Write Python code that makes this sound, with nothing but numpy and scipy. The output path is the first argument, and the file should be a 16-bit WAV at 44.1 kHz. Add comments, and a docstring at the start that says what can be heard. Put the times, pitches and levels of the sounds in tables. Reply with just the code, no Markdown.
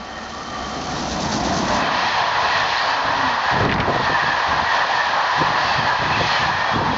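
"""Electric train passing a platform

The rails sing ahead of the train, then the locomotive rumbles and hums past a few metres away.
Rough wheels on rough rails make the track roar and hiss; each bogie's wheels ring, falling in pitch
by the Doppler effect, and a flange sometimes brushes the rail. The turbulent slipstream buffets a
single microphone in gusts, and their heavy bass drives its gain down."""
import sys
import numpy as np
from scipy import signal
from scipy.fft import rfft, irfft, next_fast_len
from scipy.io import wavfile
from scipy.ndimage import uniform_filter1d

SR = 44100
rng = np.random.default_rng(int(sys.argv[2]) if len(sys.argv) > 2 else 0)


def output_pcm(signal):
    """Save a mono or channel-first signal as 16-bit PCM at the path in sys.argv[1].

    Samples are clipped to [-1, 1] before scaling.
    """
    pcm = np.clip(np.atleast_2d(signal).T, -1, 1) * 32767
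    wavfile.write(sys.argv[1], SR, np.round(pcm).astype(np.int16))


N = 307377
TIME = np.arange(N) / SR
SPEED_M_S, SOUND_M_S = 35.0, 343
TRACK_M, AXLE_SPACING_M = 4.6, 2.5  # listener to track, axle to axle
# passing bogies: t/s when abreast, whine f/Hz at rest, ring level/dB, hiss level/dB
BOGIES = [(1.96, 1814, -44.5, -33), (2.15, 1783, -30.5, -27), (2.6, 1810, -28, -28), (2.83, 1836, -29, -29),
          (3.35, 1790, -34.5, -35), (3.57, 1768, -30.5, -35), (4.1, 1776, -25, -32),
          (4.311, 1760, -24.5, -36), (4.79, 1785, -26, -34), (5.052, 1742, -26, -32.5),
          (5.57, 1787, -33.5, -33), (5.821, 1730, -27.5, -30.5), (6.371, 1820, -26, -26.5)]


def from_db(db):
    """Amplitude ratio of a level: 20 dB to a factor of ten."""
    return 10 ** (np.asarray(db) / 20)


def unit_rms(x):
    """Normalisation to unit mean power."""
    return x / np.sqrt(np.mean(x ** 2) + 1e-20)


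def in_time(rows):
    """Linear interpolation of each level column at every sample."""
    t, *columns = np.transpose(rows)
    return [np.interp(TIME, t, column) for column in columns]


def fade_out(at_s, length_s):
    """A smooth (tanh) step from one to zero."""
    return .5 - .5 * np.tanh((TIME - at_s) / length_s)


def swell(at_s, sigma_s):
    """A Gaussian envelope of unit height."""
    return np.exp(-.5 * ((TIME - at_s) / sigma_s) ** 2)


def swells(rows):
    """Superposition of Gaussian envelopes, from rows of t/s, level/dB, sigma/s."""
    return sum(from_db(db) * swell(t, sigma) for t, db, sigma in rows)


def drift(rate_hz):
    """Random modulation of unit RMS: white noise through a two-pole low-pass."""
    step, settling = 40, 2000  # computed at every 40th sample
    pole = np.exp(-2 * np.pi * step * rate_hz / SR)
    white = rng.standard_normal(N // step + settling + 2)
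    slow = signal.lfilter([1], [1, -2 * pole, pole * pole], white)[settling:]
    return np.interp(np.arange(N) / step, np.arange(len(slow)), unit_rms(slow))


def noise(spectrum):
    """Spectral shaping of white noise, to unit power; rows of f/Hz, relative level/dB."""
    size = next_fast_len(N)
    hz = np.maximum(np.arange(size // 2 + 1) * SR / size, 1)
    points, db = np.transpose(spectrum)
    gain = from_db(np.interp(np.log(hz), np.log(points), db))
    skirts = np.minimum(1, np.minimum(hz / points[0], points[-1] / hz)) ** 2
    return unit_rms(irfft(rfft(rng.standard_normal(size)) * gain * skirts)[:N])


def evened(x, span_s):
    """Division by the running RMS holds the power of a noise steady."""
    return x / np.sqrt(uniform_filter1d(x ** 2, int(span_s * SR)) + 1e-6)


def flutter(x, split_hz=900, depth_db=1.3):
    """Amplitude modulation: the low and high bands surge independently."""
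    low = signal.sosfiltfilt(signal.butter(4, split_hz, fs=SR, output="sos"), x)
    return sum(band * unit_rms(from_db(depth_db * drift(14))) for band in (low, x - low))


def resonance(hz, width_hz, doppler=1):
    """A randomly driven mode: amplitude and phase wander at a rate set by its bandwidth."""
    phase = 2 * np.pi * np.cumsum(hz * doppler * np.ones(N)) / SR
    return (drift(width_hz) * np.cos(phase) + drift(width_hz) * np.sin(phase)) / np.sqrt(2)


def hum(hz, width_hz, pitch_ratio):
    """Forced vibration: a sustained tone wavering in frequency and amplitude."""
    phase = 2 * np.pi * np.cumsum(hz * pitch_ratio + width_hz * drift(2 * width_hz)) / SR
    return unit_rms(np.sin(phase) * from_db(4.3 * drift(18)))


def fly_by(abreast_s, distance_m):
    """Spherical spreading (one when abreast) and Doppler factor of a point on the train."""
    along = SPEED_M_S * (TIME - abreast_s)
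    reach = np.hypot(along, distance_m)
    return distance_m / reach, 1 / (1 + SPEED_M_S / SOUND_M_S * along / reach)


def singing_rails():
    """As waveguides the rails carry vibration ahead of the train; they also ring out as it passes."""
    # rail modes: f/Hz, width/Hz, initial level/dB
    modes = [(744, 30, -46), (1142, 14, -39.5), (1207, 26, -44), (1328, 30, -44), (1837, 50, -42.5),
             (3105, 60, -44.5), (4210, 130, -51.5)]
    # brief rings: t/s, nominal f/Hz, width/Hz, level/dB, sigma/s
    rings = [(.54, 1215, 9, -37.5, .07), (.74, 1220, 9, -34, .05), (.79, 1145, 6, -37, .07),
             (1.86, 2620, 80, -35, .06), (1.93, 3110, 80, -34, .05), (2.36, 985, 6, -28.5, .08),
             (2.53, 4170, 120, -35, .05), (2.79, 4170, 100, -34.5, .04), (4.02, 3900, 400, -32, .025),
             (4.085, 1825, 8, -25, .022), (5.14, 1090, 6, -24.5, .035), (5.29, 1010, 6, -24.5, .045),
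             (5.42, 1028, 6, -21.5, .055), (6.13, 2620, 65, -36, .12), (6.22, 3430, 90, -40, .14),
             (6.33, 4260, 55, -39.5, .3), (6.6, 2390, 50, -38.5, .14), (6.63, 1840, 22, -27, .09),
             (6.68, 3350, 50, -42, .13)]
    ahead = sum(from_db(db + 2.2 * drift(5)) * resonance(hz, width) for hz, width, db in modes)
    approach = from_db(5.1 * np.minimum(TIME, 1)) * fade_out(1.1, .35)
    ringing = sum(from_db(db) * swell(t, sigma) * hum(hz, width, pitch_ratio=.99)
                  for t, hz, width, db, sigma in rings)
    return ahead * approach + ringing


def wind_level():
    """Gusts and a light steady draught add in power; the result is in dB."""
    # gusts: onset t/s, duration/s, level/dB
    gusts = [(2.1, 0.63, -35), (3.035, 0.29, -32), (3.524, 0.042, -17.5), (3.605, 0.19, -15),
             (3.805, 0.052, -17.5), (3.882, 0.14, -23), (4, 0.065, -25.5), (4.103, 0.028, -24.5),
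             (4.226, 0.099, -27.5), (4.462, 0.2, -28.5), (5.378, 0.075, -25), (5.487, 0.076, -30),
             (5.608, 0.16, -30), (5.767, 0.13, -25), (6, 0.31, -24.5), (6.394, 0.16, -27.5),
             (6.563, 0.22, -38), (6.721, 0.22, -21.5)]
    attack_s, release_s, draught_db = .017, .067, -42.5
    strength = sum(from_db(db) * (1 - fade_out(t, attack_s)) * fade_out(t + length, release_s)
                   for t, length, db in gusts)
    return 20 * np.log10(np.hypot(strength, from_db(draught_db)))


def slipstream():
    """Turbulent pressure thumps the microphone; the harder the gust, the brighter its spectrum."""
    # sharp blasts of air: t/s, level/dB, sigma/s
    blast_times = [(3.575, -24, .008), (3.607, -17.5, .006), (3.629, -16.5, 0.007), (3.658, -15.5, 0.005),
                   (3.672, -18.5, .004), (3.696, -18, .005), (3.718, -20, .008), (3.805, -21, .012),
                   (3.883, -16, .006), (3.899, -13, 0.007), (3.925, -20.5, .006), (3.95, -19.5, .004),
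                   (3.964, -17, 0.007), (4.004, -21, .006), (4.1, -19.5, 0.005), (4.125, -24, .005),
                   (4.24, -27, 0.007), (5.42, -17.5, 0.008), (6.03, -27, .007), (6.211, -18, 0.006),
                   (6.819, -20, 0.006), (6.935, -23, .008)]
    # spectra of buffeting, finer turbulence, blasts and wake: f/Hz, relative level/dB
    buffet_spectrum = [(22, -18), (40, -19), (65, -2.5), (110, 2), (170, 0), (250, -7), (400, -12.5),
                       (800, -21.5)]
    churn_spectrum = [(50, -13), (120, -12), (250, 6), (450, -0.5), (700, -4.5), (1500, -7.5),
                      (4000, -48.5)]
    blast_spectrum = [(55, -7), (100, -5), (200, 0), (320, -1.5), (520, 1), (750, -3), (1000, -10),
                      (1600, -22)]
    wake_spectrum = [(130, -9), (230, 8), (300, 1), (450, -27)]
    wind_db = wind_level()
    arrived = 1 - fade_out(2.1, .1)
    eddies = from_db(2.7 * drift(38) - 3.5)
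    gusting = 1 / (1 + from_db(-39.5 - wind_db) ** 2)  # deepens the lulls
    buffet = from_db(wind_db) * evened(noise(buffet_spectrum), .03)
    churn = from_db(1.59 * wind_db + 7.5) * noise(churn_spectrum)
    blasts = swells(blast_times) * evened(noise(blast_spectrum), .018)
    wake = from_db(-29) * swell(6.88, .08) * noise(wake_spectrum)  # behind the last coach
    return (buffet + churn) * gusting * eddies * arrived + blasts + wake


def crackles(top_hz=5200):
    """Cracks in the strongest gust: exponentially decaying noise, coloured by resonant filters."""
    # cracks: t/s, level/dB, decay time/s, f/Hz, width/Hz
    cracks = [(3.651, -19, .003, 4000, 3000), (3.66, -17, .015, 1100, 900), (3.692, -14, .014, 1900, 1300),
              (3.7145, -14, .003, 2600, 2600), (3.722, -12, .012, 1600, 1900),
              (3.74, -16.5, .004, 4000, 3000), (3.76, -11, .002, 1800, 1100), (3.78, -20, .02, 1700, 1200),
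              (3.801, -8, .005, 2400, 1700), (3.81, -19, .03, 1400, 900)]
    out, white = 0, rng.standard_normal(N)
    for t, db, decay_s, hz, width in cracks:
        decay = np.exp(-np.minimum(np.abs(TIME - t) / decay_s, 20))
        burst = from_db(db) * (TIME >= t) * decay * white
        peak = signal.iirpeak(hz, hz / width, fs=SR)
        band = signal.lfilter(*peak, signal.lfilter(*peak, burst))
        out += band * np.sqrt(2 * SR / (np.pi * width))  # restores the power lost in filtering
    return signal.sosfilt(signal.butter(6, top_hz, fs=SR, output="sos"), out)


def flanges(distance_m=8.0):
    """Friction of a flange on the rail head hisses and excites wheel modes, which fall in pitch."""
    # brushing contacts: t/s, level/dB, sigma/s
    brushes = [(2.864, -33, 0.057), (5.713, -35.5, 0.14)]
    # their hiss: f/Hz, relative level/dB
    spectrum = [(3900, -12), (4450, 11), (4900, 7), (5500, -18.5)]
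    # wheel rings: t/s, f/Hz at rest, width/Hz, level/dB, sigma/s
    rings = [(2.52, 2540, 80, -35, .07), (2.8, 1845, 25, -27.5, .035), (3.32, 1890, 30, -28, .05),
             (4.74, 1850, 30, -28, .07), (5.72, 2630, 38, -31, .1), (5.77, 3210, 80, -34, .11),
             (5.78, 4560, 140, -37.5, .09), (6.3, 2440, 70, -33.5, .07), (6.35, 3060, 100, -33.5, .05)]
    hiss = swells(brushes) * noise(spectrum)
    ringing = sum(from_db(db) * swell(t, sigma) * resonance(hz, width, fly_by(t, distance_m)[1])
                  for t, hz, width, db, sigma in rings)
    return hiss + ringing


def machinery():
    """Blowers, motors and running gear hum past, their pitch lowered by the Doppler effect."""
    # moving tones: t/s when abreast, f/Hz at rest, width/Hz, level/dB, distance/m
    tones = [(1.55, 674, 10, -28.5, 7), (1.68, 634, 4, -29, 3), (1.8, 680, 14, -32, 8),
             (1.55, 205, 12, -32, 14), (1.6, 60.35, 4, -35.5, 16), (3.28, 252, 3, -31, 1.9),
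             (3.1, 975, 12, -29, 4), (6.95, 3260, 70, -43, 3.4)]
    out = 0
    for t, hz, width, db, distance_m in tones:
        nearness, doppler = fly_by(t, distance_m)
        unscreened = fade_out(t + .2, .08)  # the next vehicle soon hides the source
        out += from_db(db) * nearness * unscreened * hum(hz, width, doppler)
    return out


def locomotive():
    """Broadband noise: a heavy rumble and a gritty rush of air, gone once the coaches arrive."""
    # approach: t/s, rumble level/dB, air level/dB
    levels = [(0, -39, -47.5), (0.45, -38.5, -41), (0.8, -30, -37), (1.25, -26, -33.5), (1.55, -20.5, -32),
              (1.8, -25, -32.5), (1.95, -31, -32)]
    # spurts of air: t/s, level rise/dB, sigma/s
    spurts = [(.99, 3.5, .03), (1.12, 4, .02), (1.225, 4.5, .018), (1.335, 7, .02), (1.46, 2.5, .02),
              (1.575, 5, .028), (1.76, 4.5, .028)]
    # spectra of rumble and air: f/Hz, relative level/dB
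    rumble_spectrum = [(25, -30), (45, -37), (65, 1.5), (100, -3), (150, 1.5), (215, 5), (320, -0.5),
                       (450, -8), (700, -1.5), (1400, -17)]
    air_spectrum = [(2500, -8), (3800, 0), (4500, 1.5), (5500, 1), (6300, 1), (7000, -9), (7700, -16.5)]
    rumble_db, air_db = in_time(levels)
    spurts_db = sum(db * swell(t, sigma) for t, db, sigma in spurts)
    grit = unit_rms(from_db(2 * drift(120)))
    rumble = from_db(rumble_db) * noise(rumble_spectrum)
    air = from_db(air_db + spurts_db) * grit * noise(air_spectrum)
    return rumble * fade_out(2.08, .1) + air * fade_out(1.8, .1)


def contact_hiss(train_db, roughness):
    """Incoherent sources add in power: the contact patches of each bogie and of the whole train."""
    # hiss: f/Hz, relative level/dB
    spectrum = [(1200, -16), (2100, 3.5), (2600, 4.5), (2850, 1.5), (3150, 4), (3750, 1), (4200, 3),
                (4600, -0.5), (5200, -4), (6300, -11), (7000, -19.5), (7600, -53)]
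    # brief dips: t/s, level change/dB, sigma/s
    dips = [(3.81, -4.5, .1), (6.85, -2, .07)]
    lead_s, directivity = .082, 1.73  # loudest just before abreast, radiating mostly sideways
    near_power = sum((from_db(db) * fly_by(t - lead_s, TRACK_M)[0] ** directivity) ** 2
                     for t, _, _, db in BOGIES)
    amplitude = np.sqrt(from_db(train_db) ** 2 + near_power)
    surge_db = .5 * roughness + .6 * drift(7)  # patches of rough rail
    dips_db = sum(db * swell(t, sigma) for t, db, sigma in dips)
    return amplitude * from_db(surge_db + dips_db) * noise(spectrum)


def wheels(whine_width_hz=24, flicker_db=3):
    """Rough treads excite wheel modes; the Doppler shift lowers each axle's whine in turn."""
    # weaker wheel modes: f/Hz at rest, width/Hz, level/dB re the whine
    modes = [(1745, 110, -4.5), (2560, 54, -12.5), (3205, 90, -10.5), (4330, 120, -15.5)]
    lead_s, directivity = .0051, 1.67
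    out, half_gap_s = 0, AXLE_SPACING_M / SPEED_M_S / 2
    for t, whine_hz, db, _ in BOGIES:
        _, doppler = fly_by(t, TRACK_M)
        nearness, _ = fly_by(t - lead_s, TRACK_M)
        whine = 0
        for axle_s in (t - half_gap_s, t + half_gap_s):
            _, axle_doppler = fly_by(axle_s, TRACK_M)
            whine += hum(whine_hz, whine_width_hz, axle_doppler) * from_db(flicker_db * drift(9))
        ringing = sum(from_db(level) * resonance(hz, width, doppler) for hz, width, level in modes)
        out += from_db(db) * nearness ** directivity * unit_rms(unit_rms(whine) + ringing)
    return out


def rolling():
    """Rolling noise: surface roughness makes track roar, rail and wheels ring, and contacts hiss."""
    # roar, growing as the train nears and holding while the coaches pass: t/s, level/dB
    levels = [(0, -33), (0.3, -32), (0.8, -29), (1.5, -25.5), (1.82, -21), (2.4, -20), (3.25, -20),
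              (3.6, -20.5), (3.95, -18), (4.12, -21.5), (4.3, -20), (5.35, -19.5), (5.8, -20.5),
              (6.97, -21)]
    # spectra of near roar, distant roar and ringing rail: f/Hz, relative level/dB
    near_spectrum = [(60, -17), (250, -20), (400, -16.5), (520, -11), (660, -4.5), (800, -0.5), (980, 2.5),
                     (1120, -1.5), (1300, -6.5), (1500, -8), (1950, -7), (2200, -36), (4000, -60)]
    far_spectrum = [(50, -2.5), (120, -20.5), (300, -6), (420, -4), (620, 0.5), (800, 1), (980, -2.5),
                    (1400, -2.5), (1600, -6), (2000, -9), (2300, -24.5), (4000, -46.5)]
    rail_spectrum = [(1450, -26.5), (1620, 11.5), (1820, 11), (1980, -4), (2150, -31)]
    roar_db, = in_time(levels)
    roughness = drift(7.1)
    distant = fade_out(1.35, .35)
    track = np.sqrt(1 - distant) * noise(near_spectrum) + .76 * np.sqrt(distant) * noise(far_spectrum)
    roar = from_db(roar_db + .5 * roughness) * flutter(track)
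    rail = from_db(roar_db - 12 - 20 * distant) * noise(rail_spectrum)  # at rest: no Doppler shift
    hiss = contact_hiss(roar_db - 10 - .5 * distant, roughness)
    return roar + rail + hiss + wheels()


def scene():
    """Superposition at one microphone, which feeds both channels alike."""
    train = rolling() + flanges() + singing_rails() + machinery() + locomotive()
    mono = train + slipstream() + crackles()
    return np.array([mono, mono])


def gain_control(x, bass_hz=362, threshold_db=-25.5, response_s=.06, slope=.68):
    """Compression: the gain falls while the smoothed bass power exceeds a threshold."""
    bass = signal.sosfilt(signal.butter(2, bass_hz, fs=SR, output="sos"), x[0])
    pole = np.exp(-1 / (response_s * SR))
    bass_db = 10 * np.log10(signal.lfilter([1 - pole], [1, -pole], bass ** 2) + 1e-12)
    return x * from_db(-slope * np.maximum(bass_db - threshold_db, 0))


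def record(dry, ceiling=.43, cutoff_hz=7500):
    """Compression ducks the level, saturation rounds the peaks and a steep low-pass cuts the top."""
    held = gain_control(dry)
    rounded = held / (1 + (held / ceiling) ** 6) ** (1 / 6)
    return signal.sosfilt(signal.ellip(10, .1, 80, cutoff_hz, fs=SR, output="sos"), rounded)


dry = scene()
out = record(dry)
output_pcm(out)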